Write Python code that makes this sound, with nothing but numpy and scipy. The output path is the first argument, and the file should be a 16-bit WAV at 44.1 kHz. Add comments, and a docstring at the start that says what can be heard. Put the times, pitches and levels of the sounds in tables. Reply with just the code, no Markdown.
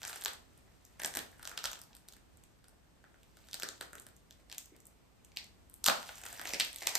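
"""A thin strip of wrapping paper is pinched and twisted between two hands in a furnished room.
It opens with a burst of snaps and crackle, snaps thickly again from 1 to 2 s, thins out, and returns
near 3.6 s. The loudest snaps come near 5.9 s, then dense ones to the end. Snaps are short sagging rings,
crackle is clumps of tiny ringing slips coloured by the cupped hands, and tugs are soft low pushes.
Throughout, the room answers with a short tail of noise, over a quiet rumble and hiss of shaped noise."""
import sys
import numpy as np
from scipy import signal
from scipy.fft import rfft, irfft, next_fast_len
from scipy.io import wavfile

SR = 44100
rng = np.random.default_rng(int(sys.argv[2]) if len(sys.argv) > 2 else 0)


def wav_record(signal):
    """Record a signal, one row per channel, as 16-bit PCM in the file named by sys.argv[1]."""
    frames = np.transpose(np.atleast_2d(signal))
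    bounded = np.clip(frames, -1, 1)
    # unit amplitude maps onto the largest positive 16-bit level
    quanta = np.round(bounded * 32767).astype(np.int16)
    wavfile.write(sys.argv[1], SR, quanta)


def invert_db(level):
    """Linear amplitude ratio for a level in decibels (20 dB per decade), elementwise."""
    return 10 ** (np.asarray(level, dtype=float) / 20)


N = 308038  # length in samples
PADDED = next_fast_len(N + SR)  # length of the spectra, with room to spare
BINS_HZ = np.maximum(np.arange(PADDED // 2 + 1) * SR / PADDED, 1)

# Creases that buckle. Each row: time in seconds, peak level in dB, strongest pitch in Hz,
# paper's edge above the sheet in dB, body (hands and fold) against the peak in dB before its two offsets.
CREASES = [(0.0186, -39.5, 2400, -4, -3), (0.0322, -31.5, 6440, 4.5, -7.5), (0.0396, -36, 5200, -10, -0.5),
           (0.0516, -29.5, 2380, -1, -10), (0.0756, -33, 5900, 6, -20), (0.08, -29, 6700, 22, -11),
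           (0.16, -32, 9000, 25, -5), (0.212, -35, 8350, 18, -17), (0.2228, -35, 3800, 4, -6),
           (0.239, -29, 9600, 11, -20), (0.2496, -20.5, 6200, 20, -20), (0.2592, -19, 3540, -2.5, -6),
           (0.3343, -35.5, 7960, 9, -17), (0.5777, -49, 9700, 17, -18), (0.8521, -43.5, 6540, 13, -28),
           (0.9962, -37, 9650, 24, -3), (1.0, -32.5, 2280, -4.5, -3.5), (1.019, -31.5, 9650, 7, -2),
           (1.0351, -27, 6900, 8, -4.5), (1.0478, -21.5, 5800, -1.5, -4.5),
           (1.0601, -20.5, 8750, 13.5, -14.5), (1.1398, -35, 7800, -2, -4), (1.1524, -27, 3600, 11.5, -5),
           (1.1589, -25.5, 8950, 5, -10), (1.1717, -21.5, 9100, 4, -6), (1.1915, -30.5, 4600, -1, -12.5),
           (1.3956, -47.5, 9200, 9, 5), (1.4298, -35.5, 9450, 4, -5.5), (1.4537, -34, 6340, 3, -4),
           (1.4751, -28, 7000, 3.5, -11.5), (1.5155, -41.5, 3000, 2, 6), (1.577, -20, 4240, -9, -11.5),
           (1.6415, -25, 6600, 0, -5.5), (1.6526, -30.5, 3500, -12, 0.5), (1.6562, -21, 3680, -4, -12),
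           (1.7166, -31.5, 6800, 16, -10.5), (1.732, -31.5, 3380, -3, -9), (1.7915, -42.5, 7500, 9, -27),
           (1.8165, -36, 9500, 8, -18), (1.9317, -48, 3300, -15, -24), (1.9515, -39, 9700, 10, -27),
           (1.9673, -41, 9000, 10, -15.5), (2.0866, -38, 4300, 2.5, -14.5), (2.125, -43, 6800, 3, -21),
           (2.1369, -45, 4420, 5, -11), (2.1668, -49, 2600, -0.5, -9), (2.3725, -50, 7700, 13, -19),
           (2.4382, -46.5, 7600, 9, -23), (2.643, -53, 3700, 0, -2), (2.6838, -45, 9600, 10.5, -14),
           (3.0414, -51, 2820, -8, 4), (3.1433, -63.5, 3100, -2, 14.5), (3.2326, -53, 3600, 2, -17),
           (3.371, -49, 4540, 2, -1), (3.487, -45, 5900, -1, -4), (3.5126, -45, 4300, -1, -22),
           (3.532, -30, 5140, -6, -21), (3.5434, -26.5, 7950, 1.5, -12), (3.5992, -30.5, 6700, 5.5, -9),
           (3.623, -30, 6000, -2, -11.5), (3.6334, -26, 7500, 0, -1.5), (3.6888, -28, 4360, -3, -11),
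           (3.8113, -30.5, 3350, -1, -0.5), (3.8278, -39, 7000, -1, -1), (3.932, -39, 7700, 13, 2),
           (3.9543, -38.5, 2400, 7, 1), (3.9828, -43, 3120, -4, -12), (3.999, -35.5, 8000, 15, -30),
           (4.0673, -39.5, 8600, 7, -7), (4.166, -47.5, 6850, 20, -25), (4.3092, -42.5, 6500, 1, -14),
           (4.4991, -42.5, 3600, -2, -6), (4.516, -36, 3400, -7, -17), (4.527, -34, 3950, -0.5, -12),
           (4.5824, -24.5, 7040, 9.5, -25), (4.6587, -42.5, 6840, 28, -29), (4.765, -50.5, 7400, 5, -18),
           (4.804, -47, 6800, 18, -21), (4.8554, -43.5, 7800, 24, -29), (4.869, -41, 8800, 18, -31),
           (5.2485, -44.5, 7100, 12, -25), (5.319, -53, 4400, -12, -2), (5.3632, -45, 6500, 1, -11),
           (5.372, -23.5, 3490, -8, -14), (5.4437, -42.5, 7040, 20, -8), (5.6989, -44.5, 9200, 16, -24),
           (5.7413, -36.5, 9600, 17, -35), (5.8425, -20, 5000, 0.5, -18), (5.8619, -14.5, 3500, 3, -18),
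           (5.865, -13, 6560, 5, -9.5), (5.8785, -14.5, 6056, -4, -7), (5.8847, -11.5, 3040, -2.5, 0.5),
           (6.0925, -39, 2380, -11, 5), (6.156, -40, 6950, 20, -11), (6.185, -38.5, 8100, 15, -14),
           (6.2161, -38.5, 8200, 18, -8), (6.2377, -35.5, 2800, 2, -5), (6.2543, -33.5, 8400, 11, -5.5),
           (6.2646, -33, 6850, 2, -11), (6.2865, -40, 6600, 11, -24), (6.3289, -33, 7800, 18, -9.5),
           (6.3958, -33.5, 5600, -6, 3), (6.415, -29.5, 8900, 8.5, -5.5), (6.4553, -30.5, 2370, -1.5, 0),
           (6.4735, -31, 4650, -2, -18), (6.4924, -30.5, 6300, 3, -16), (6.5045, -35, 6500, 6, -13),
           (6.5359, -23, 5330, -3, -1), (6.5439, -26, 4800, -7, -16), (6.5483, -29.5, 2380, -8, -26),
           (6.5997, -18, 3100, -1.5, -12), (6.6023, -17, 2740, -5.5, -16), (6.6085, -13, 3800, -16, -22),
           (6.6486, -27.5, 7660, 10, -31), (6.7306, -35, 8850, 7, -31), (6.7611, -29, 8900, 6, -15),
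           (6.7855, -37, 6500, 5, -34), (6.8207, -34, 4600, -8, 3.5), (6.8253, -32.5, 6630, 6, -6),
           (6.834, -37, 2390, -2, -7), (6.8719, -16.5, 5997, -1.5, -6), (6.9543, -12.5, 6100, 7, -12.5)]
# The main buckle and the smaller steps close around it. Each row: level in dB (chance makes it up to
# twice as far down), nearest and farthest time from the main buckle in seconds, negative for earlier.
BUCKLE_STEPS = [(0, 0, 0), (-9, -.0006, -.002), (-15.5, -.002, -.006), (-9, .0008, .003), (-8, .003, 0.025)]
# Shape of the grip. Each row: time in seconds, pitch of the hollow of the hands in Hz,
# pitch of the folded strip in Hz.
GRIP_SHAPE = [(0, 1660, 760), (1.05, 1980, 640), (1.5, 1625, 830), (3.9, 1660, 595), (5.4, 2540, 696),
              (5.85, 1510, 926), (6.4, 1795, 710), (6.53, 2280, 590), (6.75, 2370, 610), (6.98, 1990, 890)]


def snaps():
    """A crease gives way in a main buckle, with smaller steps close around it, some trailing up to 25 ms."""
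    thump_offset_db, thump_spread_db, hollow_offset_db = -9, 2.5, -2.5
    rows = np.vstack([CREASES, ticks()])
    start_s, peak_db, pitch_hz, tilt_db, body_db = rows.T[:, :, None]
    grip_s, hollow_hz, fold_hz = np.transpose(GRIP_SHAPE)
    spread_db = thump_spread_db * rng.uniform(-1.17, 1, start_s.shape)
    voice = [np.interp(start_s, grip_s, hollow_hz),
             np.interp(start_s, grip_s, fold_hz),
             pitch_hz,
             peak_db + body_db + thump_offset_db + spread_db,
             peak_db + body_db + hollow_offset_db,
             peak_db - np.maximum(tilt_db, 0),  # sheet
             peak_db + np.minimum(tilt_db, 0)]  # edge
    t = np.arange(-88, 600) / SR
    out = np.zeros(N + 4000)
    for step_db, near_s, far_s in BUCKLE_STEPS:
        luck = rng.random((len(start_s), 2)).T[:, :, None]
        offset_s = near_s + (far_s - near_s) * luck[0]
        at = np.round((start_s + t + offset_s) * SR).astype(int)
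        np.add.at(out, at, invert_db(step_db * (1.0 + luck[1])) * buckle(t, *voice))
    return out[:N]


def buckle(t, hollow_hz, fold_hz, hz, thump_db, hollow_db, sheet_db, edge_db):
    """A buckle rings the paper's edge, the sheet, the hollow of the hands and a low thump, in that order."""
    luck = rng.random((len(hz), 14)).T[:, :, None]
    # a high strongest pitch belongs to the edge, a lower one to the sheet; the other is drawn
    sheet_hz = np.where(hz < 6000, hz, 3000 + 2500 * luck[0])
    edge_hz = np.where(hz < 6000, 6500 + 2500 * luck[1], hz)
    edge = wavelet(t, edge_hz, 0.00025, 0.00016, -0.00014, luck[2])
    edge += invert_db(-1.5) * wavelet(t, 11000 + 3500 * luck[3], 0.000082, 0.00026, -0.00021, luck[4])
    sheet = wavelet(t, sheet_hz, 0.00023, 0.00025, 0, luck[5])
    sheet += invert_db(-2.5) * wavelet(t, 2400 + 3600 * luck[6], 0.00059, 0.00018, 0.000418, luck[7])
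    hollow = wavelet(t, hollow_hz * (0.93 + 0.15 * luck[8]), 0.00025, 0.0014, 0.00062, luck[9])
    thump = wavelet(t, fold_hz * (0.9 + 0.45 * luck[10]), 0.00039, 0.0014, 0.001, luck[11])
    thump += invert_db(-12.0) * wavelet(t, fold_hz * (0.35 + .5 * luck[12]), 0.00026, 0.0038, 0.0021, luck[13])
    return invert_db(edge_db) * edge + invert_db(sheet_db) * sheet + invert_db(hollow_db) * hollow + invert_db(thump_db) * thump


def wavelet(t, hz, rise_s, fall_s, late_s, phase):
    """A ring that swells, peaks and dies; its pitch sags, as bending waves bring the highs first."""
    u = t - late_s
    swell = np.exp(-(u / rise_s) ** 2)
    decay = np.exp(-np.maximum(u, 0) / fall_s)
    shape = np.where(u < 0, swell, decay)
    sag = 0.17 * fall_s * np.log(np.cosh(u / fall_s))
    return shape * np.cos(2 * np.pi * (hz * (u - sag) + phase))  # phase in turns


def ticks():
    """Small creases give way at random, more often under strong twisting; rows like the creases' table."""
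    count = 110
    rate_follows = 0.35  # share of the effort's dB that shows in how often they come
    above_crackle_db, spread_db = 13, 6.5
    tilt_db_per_octave = 16  # higher ticks ring the edge more than the sheet
    weakest_body_db = -16
    t = np.arange(0, N, 40) / SR
    effort_s, bright_db, _ = np.transpose(TWIST_EFFORT)
    effort_db = np.interp(t, effort_s, bright_db)
    chance = np.cumsum(invert_db(rate_follows * effort_db))
    luck = rng.random((count, 4)).T
    start_s = np.interp((np.arange(count) + luck[0]) / count, chance / chance[-1], t)
    octaves = 2 * luck[1] - 1
    peak_db = np.interp(start_s, t, effort_db) + above_crackle_db + spread_db * (2 * luck[2] - 1)
    pitch_hz = 4800 * 2 ** octaves
    return np.transpose([start_s, peak_db, pitch_hz, tilt_db_per_octave * octaves, weakest_body_db * luck[3]])


# Twisting effort heard as fine crackle. Each row: time in seconds, level of the bright grains in dB,
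# level of the dull grains in dB.
TWIST_EFFORT = [(0.0, -70, -76), (0.11, -49.5, -61.5), (0.37, -73.5, -81), (0.56, -79, -80.5),
                (1.1, -75, -75.5), (1.61, -66, -65.5), (1.85, -75.5, -71), (2.21, -88, -86),
                (3.07, -87.5, -82), (3.44, -73, -83), (3.69, -65, -75), (4.1, -87.5, -90),
                (4.72, -79.5, -71.5), (4.94, -85.5, -81), (5.77, -90, -86.5), (5.92, -57.5, -79),
                (6.3, -57.5, -64), (6.53, -53, -58), (6.7, -61, -75.5), (6.98, -50.5, -49.5)]
# How the grip colours dull grains, first the hollow of the hands, then the folded strip.
# Each row: width of the ringing band in Hz, gain of that band in dB before the sum is levelled.
GRIP_BANDS = [(450, 2), (302, -2)]


def crackle():
    """Bright and dull grains follow the twisting effort; the dull ones ring the fold and the hands."""
    effort_s, bright_db, dull_db = np.transpose(TWIST_EFFORT)
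    t = np.arange(N) / SR
    grip_s, *grip_hz = np.transpose(GRIP_SHAPE)
    bright = invert_db(np.interp(t, effort_s, bright_db)) * grains(1500, 2200, 15500, 1.3, 2.4)
    slips = grains(600, 400, 2620, 1.4, 5.0)
    dull = slips.copy()
    for hz, (width_hz, gain_db) in zip(grip_hz, GRIP_BANDS):
        dull += invert_db(gain_db) * moving_band(slips, np.interp(t, grip_s, hz), width_hz)
    return bright + invert_db(np.interp(t, effort_s, dull_db)) * rms_one(dull)


def grains(per_s, low_hz, high_hz, cycles, spread_db):
    """Tiny slips come in clumps, each ringing a few cycles at one of 14 pitches; rms 1."""
    sizes = invert_db(spread_db * np.minimum(rng.exponential(1, N), 4)) * rng.choice([-1, 1], N)
    born = rng.random(N) < per_s * invert_db(5.0 * drift(25)) / SR  # the drifting rate makes clumps
    dealt = rng.integers(0, 14, N)  # which pitch each slip gets
    out = 0
    for k, hz in enumerate(np.geomspace(low_hz, high_hz, 14)):
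        r = np.exp(-hz / cycles / SR)
        w = 2 * np.pi * hz / SR
        slips = sizes * born * (dealt == k) + 1e-18
        ring = signal.lfilter([1, 0, -1], [1, -2 * r * np.cos(w), r * r], slips)
        out = out + np.sqrt(1 - r) * ring
    return rms_one(out)


def moving_band(x, hz, width_hz):
    """A band-pass whose centre follows hz: shift down, low-pass, shift back."""
    turn = np.exp(2j * np.pi * np.cumsum(hz) / SR)
    low_pass = signal.butter(2, width_hz / 2, fs=SR, output="sos")
    return 2 * (signal.sosfilt(low_pass, x / turn) * turn).real


# Knuckles and strip pulled taut. Each row: time in seconds, peak level in dB, pitch in Hz.
TAUT_PULLS = [(1.169, -42, 310), (3.633, -45, 394), (3.812, -68, 397), (3.954, -52, 400),
              (4.722, -52.5, 344), (5.881, -37, 221), (6.954, -56, 274)]


def tugs():
    """A strip pulled taut gives a soft low push of a few cycles."""
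    start_s, peak_db, hz = np.transpose(TAUT_PULLS)[:, :, None]
    t = np.arange(-300, 2000) / SR
    out = np.zeros(N + 4000)
    at = np.round((start_s + t) * SR).astype(int)
    push = wavelet(t, hz, 0.004, 0.0036, 0.0029, rng.random(start_s.shape))
    np.add.at(out, at, invert_db(peak_db) * push)
    return out[:N]


# How long the room rings. Each row: pitch in Hz, time to fall by 60 dB in seconds.
RING_TIME = [(300, 0.37), (800, 0.4), (2000, 0.3), (5500, 0.33), (14000, 0.27)]
# How strongly the room rings. Each row: pitch in Hz, energy of the tail against the direct sound in dB.
TAIL_LEVEL = [(300, 1.5), (1000, 2), (3000, -2.5), (7000, -5.5), (14000, -8)]


def room(x):
    """Dense reflections: each band's energy builds up after the path to the walls and dies away as noise."""
    path_s, build_s = 0.0034, 0.00043
    edges = 150 * 2 ** np.arange(0, 7, 1 / 3)  # bands a third of an octave wide
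    white = rng.standard_normal((2, 2, N))
    late = np.concatenate([np.zeros(int(path_s * SR)), x])[:N]
    build = np.exp(-1 / (build_s * SR))
    tail = 0
    for k, (low, high) in enumerate(zip(edges, edges[1:])):
        hz = np.sqrt(low * high)
        fade = invert_db(-120 / (at_hz(RING_TIME, hz) * SR))  # energy, so 60 dB counts twice
        rise_and_fall = np.convolve([1, -fade], [1, -build])
        energy = signal.lfilter([(1 - fade) * (1 - build)], rise_and_fall, band(late, low, high) ** 2)
        noise = rms_one(band(white[k % 2], low, high))  # neighbouring bands use separate noise
        tail = tail + invert_db(at_hz(TAIL_LEVEL, hz)) * np.sqrt(np.abs(energy)) * noise
    return irfft(diffuse_pair(rfft(tail, PADDED)), PADDED)[:, :N]


# Tone of the background before it is levelled. Each row: pitch in Hz, strength in dB per Hz.
AIR_TONE = [(15, -27), (30, -8.5), (55, 1), (120, -6.5), (250, -9), (500, -16), (1000, -20), (2000, -25),
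            (4000, -28.5), (9000, -33.5), (13500, -37.5), (16000, -55)]


def air():
    """Low rumble of the house and microphone hiss, as shaped noise; the level wanders a little."""
    level_db, wander_db = -64, 1.04
    spectra = rfft(rng.standard_normal((2, PADDED))) * invert_db(at_hz(AIR_TONE, BINS_HZ))
    noise = rms_one(irfft(diffuse_pair(spectra), PADDED)[:, :N])
    return invert_db(level_db + wander_db * drift(1.0)) * noise


# How alike left and right are in spread-out sound. Each row: pitch in Hz, likeness from 0 to 1.
SIDE_LIKENESS = [(30, 0.6), (300, 0), (2000, 0), (5500, 0), (6800, 0.4), (7800, 0.87), (16000, 1)]


def diffuse_pair(spectra):
    """Two unrelated spectra become left and right, alike by band."""
    alike = np.clip(at_hz(SIDE_LIKENESS, BINS_HZ), 0, 1)
    shared = np.sqrt((1 + alike) / 2) * spectra[0]
    opposed = np.sqrt((1 - alike) / 2) * spectra[1]
    return shared + opposed * [[1], [-1]]


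def drift(rate_hz):
    """Slow random wandering with rms 1: low-passed noise, made every 40 samples and joined by lines."""
    r = np.exp(-2 * np.pi * rate_hz * 40 / SR)
    noise = rng.standard_normal(N // 40 + 2002)
    slow = signal.lfilter([1], [1, -2 * r, r * r], noise)[2000:]  # skip the filter's start
    return np.interp(np.arange(N) / 40, np.arange(len(slow)), rms_one(slow))


def band(x, low_hz, high_hz):
    """Keep mainly the sound between two pitches."""
    return signal.sosfilt(signal.butter(2, [low_hz, high_hz], "band", fs=SR, output="sos"), x)


def at_hz(points, hz):
    """Read a table between its rows, on a log-frequency axis."""
    table_hz, values = np.transpose(points)
    return np.interp(np.log(hz), np.log(table_hz), values)


def rms_one(x):
    """Scale to unit rms."""
    return x / np.sqrt(np.mean(x ** 2) + 1e-20)


def scene():
    """Paper close in front, a touch louder on the right, with its room tail and the background."""
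    paper = snaps() + crackle() + tugs()
    sides_db = np.array([[-.25], [.25]])
    return paper * invert_db(sides_db) + room(paper) + air()


# The two microphone ports. Each row: pitch in Hz, how far the left leads the right in radians.
PORT_LEAD = [(0, 0), (1700, -.1), (4500, -.5), (7000, -1.2), (8000, 0), (10500, 3.1), (13100, 6.3),
             (15400, 9.4), (17000, 10)]
# Colour of the microphone. Each row: pitch in Hz, gain in dB.
MICROPHONE_COLOUR = [(100, 0), (5000, 0), (9000, 1.5), (12000, 1), (14500, 0.5), (16300, -5)]


def top_cut(x):
    """Nothing passes above the cut-off."""
    return signal.sosfilt(signal.butter(12, 16680, fs=SR, output="sos"), x)


def record(dry):
    """Microphone colour and a phase turn between its two ports, shared equally by left and right."""
    lead = np.interp(BINS_HZ, *np.transpose(PORT_LEAD))
    ports = invert_db(at_hz(MICROPHONE_COLOUR, BINS_HZ)) * np.exp(.5j * lead * [[1], [-1]])
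    mix = irfft(rfft(dry, PADDED) * ports, PADDED)[:, :N]
    return top_cut(mix)


dry = scene()
out = record(dry)
wav_record(out)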